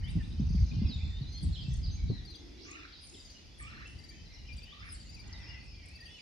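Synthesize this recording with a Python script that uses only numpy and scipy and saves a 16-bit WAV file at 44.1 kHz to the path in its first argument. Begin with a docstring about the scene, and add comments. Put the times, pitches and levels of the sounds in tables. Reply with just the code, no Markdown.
"""Small birds whistle, pip and churr around a farmyard over a far chorus and a light breeze.
From the start a hand shifts on the phone: filtered noise rumbles and decaying sines thump for two seconds.
Near 0.9 s the loudest song, one sine on a pitch path, slides down and slowly up; pips, flicks and twitters
recur throughout. Churrs come from 2.6 s, when a hollow whoosh of noise passes; winding songs run to the end.
The barn and the trees scatter the calls as sparse, decaying echoes."""
import sys
import numpy as np
from scipy import signal
from scipy.fft import rfft, irfft
from scipy.io import wavfile
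from scipy.ndimage import uniform_filter1d

SR = 44100
rng = np.random.default_rng(int(sys.argv[2]) if len(sys.argv) > 2 else 0)


def file_out(sig):
    """Save sig as 16-bit WAV at sys.argv[1]."""
    # one column per channel
    cols = np.atleast_2d(sig).T
    # limit, then scale
    lim = np.clip(cols, -1, 1)
    pcm = np.round(lim * 32767).astype(np.int16)
    wavfile.write(sys.argv[1], SR, pcm)


N = 274013
TOP_HZ = 15000


def undb(db):
    """Decibels to gain."""
    return 10 ** (np.asarray(db) / 20)


def unit(x):
    """Scale to rms 1."""
    return x / np.sqrt(np.mean(x ** 2))


def walk(rate_hz, size):
    """A random wander with a spread near 1: random points at a rate, joined by lines."""
    at = np.arange(size) * rate_hz / SR
    points = rng.standard_normal(int(at[-1]) + 2)
    return 1.2 * np.interp(at, np.arange(len(points)), points)


def curve(rows):
    """The columns of a timed table, sample by sample."""
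    s, *columns = np.transpose(rows)
    return [np.interp(np.arange(N) / SR, s, column) for column in columns]


def progress(length_s):
    """0 to 1 over a length, in at least 64 samples."""
    return np.linspace(0, 1, max(int(length_s * SR), 64))


def arc(length_s, first, middle, last):
    """A parabolic pitch path through three pitches."""
    return np.polyval(np.polyfit([0, .5, 1], [first, middle, last], 2), progress(length_s))


def add(track, s, sound):
    """Mix a sound into a track at a time in seconds."""
    i = int(s * SR)
    lo, hi = max(i, 0), min(i + sound.shape[-1], N)
    if hi > lo:
        track[..., lo:hi] += sound[..., lo - i:hi - i]


# Stereo width of the noises, narrow in the bass. Each row: frequency in Hz, side minus mid in dB.
WIDTH = [(30, -31), (55, -20), (85, -9), (160, -1), (300, -4), (750, -2.5), (5000, -3)]


def noise(colour):
    """Stereo noise of rms 1, shaped by a spectrum and by the width of the two microphones."""
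    log_hz = np.log(np.arange(N // 2 + 1) * SR / N + 1)
    hz, db = np.transpose(colour)
    width_hz, side_db = np.transpose(WIDTH)
    gain = undb(np.interp(log_hz, np.log(hz), db, left=-90, right=-90))
    mid, side = rfft(rng.standard_normal((2, N))) * gain
    side = side * undb(np.interp(log_hz, np.log(width_hz), side_db))
    return unit(irfft(np.array([mid + side, mid - side]), N))


def ports(x, lag_ms, pan_db):
    """A bird off centre: the right channel lags, and left minus right is pan_db."""
    hz = np.arange(N // 2 + 1) * SR / N
    late = irfft(rfft(x) * np.exp(-2j * np.pi * hz * lag_ms / 1000), N)
    return np.array([x * undb(pan_db / 2), late * undb(-pan_db / 2)])


def yard(x, wet_db, t60_s, side_db=-3):
    """Walls, fences and foliage return sparse random echoes that decay after the direct sound."""
    t = np.arange(SR) / SR
    fade = undb(-60 * t / t60_s) * (1 - np.exp(-t / 0.0016))
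    sparse = rng.random((2, SR)) < .08
    mid, side = rng.standard_normal((2, SR)) * fade * sparse
    echoes = mid + undb(side_db) * np.array([side, -side])
    echoes /= np.sqrt(np.sum(echoes ** 2) / 2)
    source = x[:1] * 0.28 + x[1:] * 0.79
    return x + undb(wet_db) * signal.fftconvolve(source, echoes, axes=1)[:, :N]


def syrinx(hz, overtone_db, waver=0.0073, flutter_db=2.5, edge=0.16):
    """A sine with two weak overtones on a pitch path; pitch and strength tremble a little."""
    size = len(hz)
    phase = 2 * np.pi * np.cumsum(hz * (1 + waver * walk(259.9, size))) / SR
    tone = 0
    for k in range(3):
        audible = (k + 1) * hz < TOP_HZ
        tone = tone + undb(overtone_db * np.sqrt(k)) * np.sin((k + 1) * phase) * audible
    swell = signal.windows.tukey(size, np.clip(2 * edge, .05, 1))
    return np.sqrt(2) * tone * swell * undb(flutter_db * walk(67.2, size))


def hoarse(tone, share, rate_hz=700):
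    """Irregular vibration spreads a share of a tone's power into a rasp around it."""
    share = np.clip(share, 0, 1)
    return tone * (np.sqrt(1 - share) + np.sqrt(share) * walk(rate_hz, len(tone)))


# Hush spectrum. Each row: frequency in Hz, relative density in dB per Hz.
AIR = [(120, -5.5), (220, -2), (500, -9.5), (900, -15.5), (1150, -21.5), (1550, -18.5), (2100, -13.5),
       (3500, -15.5), (4700, -12), (6100, -15.5), (8000, -34.5), (11000, -33), (15000, -50.5)]
AIR_DB = -61.5
# Whoosh. Each row: time in seconds, level in dB.
WHOOSH = [(1.9, -67.5), (2.3, -59.5), (2.58, -56), (2.8, -56.5), (2.95, -74), (3.1, -70), (3.15, -54.5),
          (3.25, -77), (3.7, -65), (4.15, -66.5), (4.6, -82.5), (5.3, -64), (5.9, -76.5)]
# Each row: frequency in Hz, relative density in dB per Hz.
WHOOSH_COLOUR = [(200, -20.5), (280, -1), (340, -2.5), (500, -19)]
# Passing rustles. Each row: time in seconds, level in dB.
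RUSTLE = [(.7, -70), (.9, -68.5), (1.3, -73), (1.6, -72.5), (5.1, -79), (5.3, -64), (5.55, -66), (5.8, -83)]
# Each row: frequency in Hz, relative density in dB per Hz.
RUSTLE_COLOUR = [(450, -14), (800, -1.5), (1100, -8), (1600, -6), (2200, -26)]


def air():
    """Filtered noise: the hush of open fields and leaves, a hollow whoosh and faint rustles."""
    hush = noise(AIR) * undb(AIR_DB + .5 * walk(4.4, N))
    whoosh = noise(WHOOSH_COLOUR) * undb(curve(WHOOSH)[0])
    rustle = noise(RUSTLE_COLOUR) * undb(curve(RUSTLE)[0])
    return hush + whoosh + rustle


# Far chorus. Each row: time in seconds, low, middle and high voices in dB before the register gain.
CHORUS = [(0.0, -52, -71, -64), (0.34, -68, -74, -63.5), (0.6, -68, -67.5, -63.5),
          (0.88, -59.5, -57.5, -56.5), (1.16, -65, -60, -62), (1.78, -67, -62, -60.5),
          (2.17, -73.5, -65.5, -67), (2.4, -66, -67.5, -66), (2.86, -64.5, -61.5, -60.5),
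          (3.12, -67, -67, -57.5), (3.56, -69.5, -66.5, -63), (3.8, -62, -65.5, -66),
          (4.25, -62.5, -73, -62.5), (4.78, -61.5, -61.5, -66.5), (5.22, -64, -71.5, -63),
          (5.47, -60, -65, -64), (5.87, -62.5, -79, -60.5), (6.2, -66, -65, -63)]
# Registers. Each row: lowest Hz, highest Hz, gain in dB.
CHORUS_VOICES = [(1890, 3150, -1.5), (3154, 4200, -1.5), (4230, 5400, -2.5)]


def chorus(count=200):
    """Many far birds in three registers, mostly a wash of echoes that swells and thins."""
    total = 0
    for (low_hz, high_hz, gain_db), swell_db in zip(CHORUS_VOICES, curve(CHORUS)):
        out = np.zeros(N)
        for k, (when, pitch, length, bend, end) in enumerate(rng.random((count, 5))):
            shape = arc(.014 + .025 * length, 1 + .25 * (bend - .5), 1, 1 + .25 * (end - .5))
            hz = (low_hz + (high_hz - low_hz) * pitch) * shape
            add(out, (k + when) / count * N / SR, syrinx(hz, -36, waver=.015))
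        echoes = yard(np.array([out, out]), wet_db=7, t60_s=.7, side_db=-2)
        total = total + unit(echoes) * undb(swell_db + gain_db)
    return total


# Buffeting from the shifting hand. Each row: time in seconds, level in dB before RUMBLE_LIFT_DB.
HAND = [(0.0, -39.5), (0.24, -37), (0.29, -42), (0.64, -30.5), (0.66, -41.5), (0.87, -35.5), (0.89, -48),
        (0.96, -38.5), (1.33, -47.5), (1.49, -32.5), (1.57, -45), (1.8, -35.5), (2.0, -42.5), (2.12, -35.5),
        (2.25, -50), (2.38, -62)]
# Buffeting from the breeze. Each row: time in seconds, level in dB before RUMBLE_LIFT_DB.
BREEZE = [(2.4, -57.5), (2.8, -64.5), (3.58, -58.5), (3.62, -50.5), (3.93, -55), (3.99, -49), (4.04, -56),
          (4.53, -52.5), (4.54, -47.5), (4.78, -64), (4.82, -54), (5.61, -52.5), (6.11, -61), (6.2, -71)]
# Each row: frequency in Hz, relative density in dB per Hz.
RUMBLE_COLOUR = [(12, -72.5), (25, -18.5), (40, -3.5), (60, 2), (90, -3.5), (125, -11), (180, -16),
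                 (300, -52)]
# Each row: frequency in Hz, relative density in dB per Hz.
RUB_COLOUR = [(70, -41), (120, -6), (225, -2.5), (300, -9.5), (400, -29.5), (700, -35), (1200, -43)]
# Finger knocks on the case. Each row: start in seconds, level in dB before onset and decay,
# pitch in Hz, scuff peak in dB.
THUMPS = [(0.043, -33, 131, -55), (0.154, -19, 163, -37), (.17, -21, 109, -64), (.397, -17, 199, -42.5),
          (.416, -19, 138, -45), (0.504, -22, 160, -66), (0.547, -19.5, 183, -54),
          (0.607, -18.5, 84.4, -53), (0.766, -21, 114, -51), (.789, -21.5, 132, -60),
          (0.817, -17.5, 197, -43), (.848, -18, 72.6, -44.5), (.888, -27, 174, -39), (.958, -23, 74.4, -55),
          (1.032, -22, 77, -47), (1.21, -23, 129.5, -61), (1.43, -24, 170, -43), (1.466, -20.5, 85, -49),
          (1.682, -21, 128, -70), (1.883, -24.5, 74.2, -51), (2.094, -20.5, 118, -36),
          (2.099, -25.5, 385, -61)]
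RUMBLE_LIFT_DB, HAND_RUB_DB = 4.5, -56.5
BREEZE_RUB_DB = -9  # rustle relative to the table's buffeting
HAND_REST_S, HAND_RELEASE_S = 2.16, 0.089  # rubbing starts to fade, fade length
SCUFF_S = 0.018  # knock to scuff peak


def handling(ring_cycles=1.72):
    """Low noise buffets and rubs the phone; knocks are sines that die in a few cycles, with scuffs."""
    t = np.arange(SR // 5) / SR
    buffet = undb(curve(np.vstack([HAND, BREEZE]))[0])
    grip = np.clip((HAND_REST_S - np.arange(N) / SR) / HAND_RELEASE_S + 1, 0, 1)
    hand_rub = grip * undb(HAND_RUB_DB + 4.8 * walk(23, N))
    rub = hand_rub + (1 - grip) * buffet * undb(BREEZE_RUB_DB)
    out = noise(RUMBLE_COLOUR) * buffet * undb(RUMBLE_LIFT_DB + 1.2 * walk(21, N))
    scuff = (t / SCUFF_S * np.exp(1 - t / SCUFF_S)) ** 2
    onset = (1 - np.exp(-t / 0.0018)) ** 2
    for s, db, hz, scuff_db in THUMPS:
        ring = np.sin(2 * np.pi * hz * t) * np.exp(-t * hz / ring_cycles)
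        add(out, s, undb(db) * ring * onset)
        add(rub, s, undb(scuff_db) * scuff)
    return out + noise(RUB_COLOUR) * rub


# Husky two-note calls. Each row: start in seconds, pitch in Hz, level in dB.
LISPS = [(3.003, 9500, -73), (3.859, 9360, -78.5), (4.841, 9570, -77.5), (6.024, 9000, -79.5)]
LISP_NOTE_S, LISP_SECOND_S = 0.059, .3
LISP_STEP, LISP_SECOND_DB = .72, -4  # second note relative to the first: pitch ratio, level


def lisper(husk=0.86):
    """A thin, husky note bends over, and a lower one slides on down from it."""
    out = np.zeros(N)
    for s, hz, db in LISPS:
        first = syrinx(hz * arc(LISP_NOTE_S, 1.005, 1.0, .93), -48, waver=0.0199)
        second = syrinx(hz * LISP_STEP * arc(LISP_SECOND_S, 1.1, 1, 0.81), -50, waver=0.028)
        add(out, s, hoarse(first, husk) * undb(db))
        add(out, s + LISP_NOTE_S, hoarse(second, husk) * undb(db + LISP_SECOND_DB))
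    return yard(ports(out, lag_ms=0.0078, pan_db=0), wet_db=13.0, t60_s=0.73, side_db=3.5)


# Buzzy notes. Each row: start in seconds, length in seconds, first Hz, last Hz,
# mean sweeps per second, sweep depth either way in Hz, level in dB.
BUZZES = [(2.562, .15, 3300, 7100, 62, 1280, -61.5), (0.37, 0.57, 4870, 4200, 60, 610, -68.5),
          (4.318, .045, 5600, 5100, 110, 520, -67), (4.446, .05, 5200, 5200, 137, 590, -66),
          (5.2, .48, 1950, 2030, 35, 124, -64)]


def buzzers():
    """The pitch falls and snaps back many times a second."""
    out = np.zeros(N)
    for s, length_s, first_hz, last_hz, rate_hz, depth_hz, db in BUZZES:
        u = progress(length_s)
        cycle = np.cumsum(rate_hz * (1 + 0.159 * walk(40, len(u)))) / SR % 1
        hz = first_hz + (last_hz - first_hz) * u + depth_hz * (1 - 2 * cycle)
        note = hoarse(syrinx(hz, -36, edge=.28), .25) * np.sin(np.pi * cycle)
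        add(out, s, note * undb(db))
    return yard(ports(out, lag_ms=0.011, pan_db=-12), wet_db=4, t60_s=.32)


# Churrs. Each row: start in seconds, note length in seconds (before a 0.02 s overlap),
# warble length in seconds, then note, rasp, warble and upper voice in dB.
CHURRS = [(2.654, 0.11, 0.1, -62.5, -55.5, -61, -58), (3.598, 0.093, 0.16, -59, -54.5, -59, -56.5),
          (4.716, .105, .075, -64, -66, -56.5, -55.5)]
CHURR_HUSK = 0.22
WARBLE_RATE_HZ, LOWER_HZ, UPPER_HZ, WARBLE_DEPTH_HZ = 23, 1480, 2200, 330
RASP_HZ, RASP_RISE_HZ, RASP_WANDER_HZ = 2200, 420, 240


def churrer():
    """A nasal note under a rasp, then a warble: the two sides of the syrinx swing oppositely."""
    out = np.zeros(N)
    for s, lead_s, warble_s, note_db, rasp_db, warble_db, upper_db in CHURRS:
        u = progress(lead_s + .02)  # overlaps the warble
        quaver = 1 + .04 * np.sin(2 * np.pi * 36 * lead_s * u)
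        note_hz = (1160 + 240 * u ** 2) * quaver
        note = syrinx(note_hz, -12, waver=.02, edge=.1) * undb(7 * (u - .5))
        add(out, s, hoarse(note, .1, rate_hz=340) * undb(note_db))
        rasp_hz = RASP_HZ + RASP_RISE_HZ * u + RASP_WANDER_HZ * walk(300, len(u))
        rasp = syrinx(rasp_hz, -24, edge=.1)
        add(out, s - .012, hoarse(rasp, CHURR_HUSK, rate_hz=530) * undb(rasp_db))
        sway = np.sin(2 * np.pi * WARBLE_RATE_HZ * warble_s * progress(warble_s))
        lower = syrinx(LOWER_HZ + WARBLE_DEPTH_HZ * sway, -22, waver=.025, edge=.06) * undb(2.5 * sway)
        upper = syrinx(UPPER_HZ - WARBLE_DEPTH_HZ * sway, -22, waver=.08, edge=.1)
        warble = lower * undb(warble_db) + upper * undb(upper_db)
        add(out, s + lead_s, hoarse(warble, CHURR_HUSK, rate_hz=580))
    return yard(ports(out, lag_ms=.22, pan_db=-2.5), wet_db=1, t60_s=.55, side_db=0)


# Trills of downward slurs. 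Each row: start in seconds, number of slurs, gap in seconds,
# pitch in Hz, mean level in dB.
TRILLS = [(.638, 3, 0.05, 4230, -66), (3.699, 3, .054, 4200, -64), (4.255, 3, 0.048, 4190, -66),
          (4.795, 3, 0.047, 5210, -63.5), (4.943, 2, .055, 4810, -62.5), (5.012, 3, .054, 4200, -71),
          (5.119, 3, 0.047, 5200, -68), (5.372, 3, 0.057, 4940, -64)]
SLUR_S, SLUR_SHAPE = .023, (1.045, 0.96, .94)  # pitch ratios
TWITTER_STARTS_S, TWITTER_GAP_S = (.394, .485), .0655
TWITTER_S, TWITTER_HZ, TWITTER_DB = 0.015, (4580, 5770, 6600), -64


def twitterers(count=5):
    """Quick, even runs of rising sweeps and falling slurs; note strength varies at random."""
    out = np.zeros(N)

    def note(hz, db):
        """One pitch sweep at a varied level."""
        return syrinx(hz, -36) * undb(db + 1.5 * rng.standard_normal())

    for s in TWITTER_STARTS_S:
        for k in range(count):
            add(out, s + k * TWITTER_GAP_S, note(arc(TWITTER_S, *TWITTER_HZ), TWITTER_DB))
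    for s, slurs, gap_s, hz, db in TRILLS:
        for k in range(round(slurs)):
            add(out, s + k * gap_s, note(hz * arc(SLUR_S, *SLUR_SHAPE), db))
    return yard(ports(out, lag_ms=0.01, pan_db=8.0), wet_db=2, t60_s=0.39)


# Double downward flicks. Each row: start in seconds, level of the second stroke in dB.
TSIPS = [(0.08, -55.5), (1.407, -53.5), (3.58, -52), (4.901, -50), (5.36, -68), (5.62, -71)]
TSIP_S, TSIP_HZ = 0.036, (9930, 8280, 7150)
TSIP_GAP_S, TSIP_FIRST_DB = 0.018, -8.5  # first stroke relative to the second
# Dry ticks. Each row: start in seconds, pitch in Hz, level in dB.
TICKS = [(1.735, 8200, -56), (1.768, 8350, -58), (2.709, 7670, -50.5), (3.068, 7150, -56),
         (3.092, 7600, -60), (3.872, 7700, -62), (4.564, 8700, -52), (4.6, 8420, -67), (5.274, 8000, -60),
         (5.326, 5670, -53), (5.856, 8900, -58), (5.884, 8900, -56)]
TICK_S, TICK_SHAPE = 0.011, (1.23, 0.87, 0.92)  # pitch ratios


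def tsipper():
    """Needle-thin flicks and ticks, short falling sweeps from a bird at the side."""
    out = np.zeros(N)

    def flick(hz):
        """One slightly hoarse sweep."""
        return hoarse(syrinx(hz, -46, edge=0.11), 0.085)

    for s, db in TSIPS:
        add(out, s, flick(arc(TSIP_S, *TSIP_HZ)) * undb(db + TSIP_FIRST_DB))
        add(out, s + TSIP_GAP_S, flick(arc(TSIP_S, *TSIP_HZ)) * undb(db))
    for s, hz, db in TICKS:
        add(out, s, flick(hz * arc(TICK_S, *TICK_SHAPE)) * undb(db))
    return yard(ports(out, lag_ms=0.0585, pan_db=2.5), wet_db=2.0, t60_s=0.37, side_db=11.5)


# Quick downslurs. Each row: start in seconds, length in seconds, pitch in Hz, level in dB,
# left minus right in dB.
DOWNSLURS = [(.18, 0.048, 1910, -63, -3), (.297, 0.018, 3960, -67, 0), (.425, 0.019, 4000, -63, 3),
             (.547, 0.012, 3470, -63, 2), (.578, 0.015, 2270, -62, 5), (.845, 0.031, 2650, -64, -10),
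             (1.215, 0.032, 4250, -59, 9), (1.39, .022, 4600, -59, 2), (1.64, .028, 4850, -66, 8),
             (4.385, 0.036, 4150, -62.5, 4), (5.16, 0.049, 2440, -68, 12), (5.323, 0.048, 4000, -62.5, 2),
             (5.42, .028, 3290, -67, -9), (6.06, 0.04, 2770, -63, -10)]
# Steepening upslurs. Each row: the same columns and units as the downslurs.
UPSLURS = [(.228, .026, 3650, -63, -2), (.318, 0.014, 3720, -63, 6), (.402, 0.017, 3530, -67, 1),
           (1.462, .022, 4300, -61, 1), (1.897, 0.017, 4000, -58, 4)]
# Held whistles that sag a little. Each row: the same columns and units as the downslurs.
HELD = [(0, 0.126, 2153, -65, -9.5), (.712, .016, 2510, -57.5, 7), (.735, 0.11, 2890, -72, -4),
        (1.1, 0.058, 1920, -71.5, -8), (1.28, 0.085, 6360, -67.5, -3), (1.632, 0.05, 2743, -65.5, -6),
        (1.7, 0.063, 1963, -71, 16), (1.88, 0.39, 4040, -68, 1), (1.965, 0.088, 2317, -67, -2),
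        (2.1, 0.14, 1973, -69, -4), (2.38, 0.13, 5310, -71.5, 2), (3.345, 0.031, 2970, -63.5, 3),
        (3.415, 0.021, 2900, -73, 3), (3.475, 0.018, 3020, -68, 0), (4.1, .18, 3163, -70.5, 5),
        (4.483, 0.048, 2466, -59.5, 20), (5.65, 0.12, 5360, -68, 5)]
# High seeps that rise and level off. Each row: the same columns and units as the downslurs.
SEEPS = [(.141, 0.21, 8760, -83, -8), (.915, 0.25, 7390, -85, 29), (1.481, 0.25, 7560, -76.5, 4),
         (1.692, 0.0775, 6360, -63, 4), (1.908, 0.055, 6360, -59, 2), (2.25, 0.18, 6250, -74, 4)]
# Pitch ratios at start, middle and end.
DOWN_SHAPE, UP_SHAPE = (1.09, 0.96, .92), (.92, 1, 1.13)
HELD_SHAPE, SEEP_SHAPE = (1.03, 0.97, 0.99), (0.95, 0.98, 1.005)


def whistlers():
    """Four kinds of whistle from all round the yard; the highest and lowest are husky."""
    out = np.zeros((2, N))
    kinds = (DOWNSLURS, DOWN_SHAPE), (UPSLURS, UP_SHAPE), (HELD, HELD_SHAPE), (SEEPS, SEEP_SHAPE)
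    for notes, shape in kinds:
        for s, length_s, hz, db, pan_db in notes:
            husk = np.interp(hz, [2100, 2500, 6400, 7400], [.3, .04, .04, .65])
            tone = syrinx(hz * arc(length_s, *shape), -48, edge=.13)
            sides_db = np.array([[pan_db], [-pan_db]]) / 2
            add(out, s, hoarse(tone, husk) * undb(db + sides_db))
    return yard(out, wet_db=0.5, t60_s=0.51, side_db=-1.0)


# Winding notes. Each row: start in seconds, length in seconds, initial level in dB,
# level change over the note in dB, left minus right in dB, first, early, middle, late and last Hz.
WINDING = [(.03, .078, -61, 4, 6, 2900, 3000, 3200, 3600, 4100),
           (.985, .058, -60.5, 0, -5, 2280, 2300, 2400, 2600, 2850),
           (1.522, .043, -56, 0, -8, 3500, 4400, 4300, 3550, 2700),
           (1.563, .046, -53.5, 2, -3, 2750, 3450, 3400, 3200, 2850),
           (1.602, .045, -58, 0, 4, 4950, 4850, 4600, 4200, 3400),
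           (1.828, .04, -56, 5, -1, 5000, 4900, 4650, 4200, 3550),
           (2.078, .128, -58, 1, 4, 4750, 4150, 4050, 4050, 3300),
           (2.262, .098, -60, 2, 4, 4400, 4250, 4050, 3950, 3000),
           (2.735, .03, -61, 0, 0, 2600, 2900, 2900, 2750, 2500),
           (2.922, .066, -60, 3, 2, 5100, 4050, 3800, 3750, 4050),
           (2.963, .1, -59.5, -5, 4, 4150, 4780, 4850, 4850, 4870),
           (3.145, .066, -65, 0, -1, 4550, 3800, 3700, 3750, 4050),
           (3.845, .04, -61, 4, 0, 2400, 2650, 2720, 2700, 2500),
           (4.58, .165, -65, 5, 3, 2420, 2520, 2780, 3080, 3850),
           (5.39, .18, -64.5, 7, 5, 5650, 5350, 5250, 5290, 5280),
           (5.465, .135, -59, -2, 8, 2740, 2840, 2820, 2600, 2400),
           (5.72, .14, -63, 0, 1, 2280, 2440, 2400, 2300, 2100),
           (5.865, .13, -66, 0, -3, 2120, 2400, 2600, 2700, 2480),
           (5.985, .056, -61, 0, -4, 1920, 1820, 1790, 1850, 1980),
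           (6.05, .11, -63, -5, -8, 3050, 3250, 3480, 3420, 3600),
           (6.095, .113, -59.5, 2, -2, 2950, 2970, 2980, 2850, 1980)]
# Falling chips. Each row: start in seconds, level in dB.
CHIPS = [(2.813, -66), (2.922, -64), (3.031, -60), (3.141, -59), (3.270, -66)]
CHIP_S, CHIP_HZ = 0.0144, (3880, 3370, 2770)


def singers():
    """Song notes on smoothed pitch paths wind up and down, with a run of chips among them."""
    out = np.zeros((2, N))
    for s, length_s, db, change_db, pan_db, *pitches_hz in WINDING:
        u = progress(length_s)
        path_hz = np.interp(u, np.linspace(0, 1, len(pitches_hz)), pitches_hz)
        hz = uniform_filter1d(path_hz, size=len(u) // len(pitches_hz), mode="nearest")
        tone = syrinx(hz, -45, waver=.011, flutter_db=3.2, edge=.12)
        sides_db = np.array([[pan_db], [-pan_db]]) / 2
        add(out, s, tone * undb(db + change_db * u + sides_db))
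    for s, db in CHIPS:
        add(out, s, syrinx(arc(CHIP_S, *CHIP_HZ), -45) * undb(db))
    return yard(out, wet_db=0, t60_s=.55, side_db=0)


# Three-pip phrases. Each row: start in seconds, level in dB before PIP_STEPS_DB.
PIPS = [(-.015, -57), (0.493, -54), (1.318, -54), (2.245, -52), (3.194, -53.5), (3.982, -51.5),
        (4.524, -51), (5.087, -50.5), (5.948, -51)]
PIP_GAP_S, PIP_STEPS_DB = .051, (-4.5, -3.5, -2.5)


def pipper():
    """Short arched pips from close by on the left, so their overtones carry."""
    out = np.zeros(N)
    for s, db in PIPS:
        for k, step_db in enumerate(PIP_STEPS_DB):
            hz = arc(0.026, 4392, 4750, 4450) * (1 + 0.0045 * rng.standard_normal())
            pip = syrinx(hz, -20.0, flutter_db=0.9, edge=0.36)
            add(out, s + k * PIP_GAP_S, pip * undb(db + step_db))
    return yard(ports(out, lag_ms=.006, pan_db=8), wet_db=-6.5, t60_s=0.33)


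# The loudest song. Each row: time in seconds, pitch in Hz, level in dB.
SLIDE = [(.864, 5550, -59), (.89, 4990, -53.5), (0.912, 4088, -49), (.934, 3760, -46), (0.976, 3496, -59),
         (1.051, 3550, -59), (1.15, 3600, -55.5), (1.251, 3920, -61.5), (1.33, 4200, -56),
         (1.385, 4260, -50.5), (1.415, 4430, -62)]


def slider():
    """One long, nearly pure whistle slides down and slowly up on a smoothed pitch path."""
    s, hz, db = np.transpose(SLIDE)
    t = np.arange(s[0], s[-1], 1 / SR)
    path_hz = uniform_filter1d(np.interp(t, s, hz), size=600)
    tone = syrinx(path_hz, -59.0, waver=0.0045, edge=.02)
    out = np.zeros(N)
    add(out, s[0], tone * undb(np.interp(t, s, db)))
    return yard(ports(out, lag_ms=0.029, pan_db=-2.5), wet_db=-5.0, t60_s=0.45)


def scene():
    """All the birds over the hush, and the hand on the phone."""
    background = air() + chorus() + handling()
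    calls = lisper() + buzzers() + churrer() + twitterers() + tsipper()
    songs = whistlers() + singers() + pipper() + slider()
    return background + calls + songs


def record(dry):
    """The phone cuts the top with a steep low-pass."""
    return signal.sosfilt(signal.ellip(8, .2, 70, TOP_HZ, fs=SR, output="sos"), dry)


dry = scene()
out = record(dry)
file_out(out)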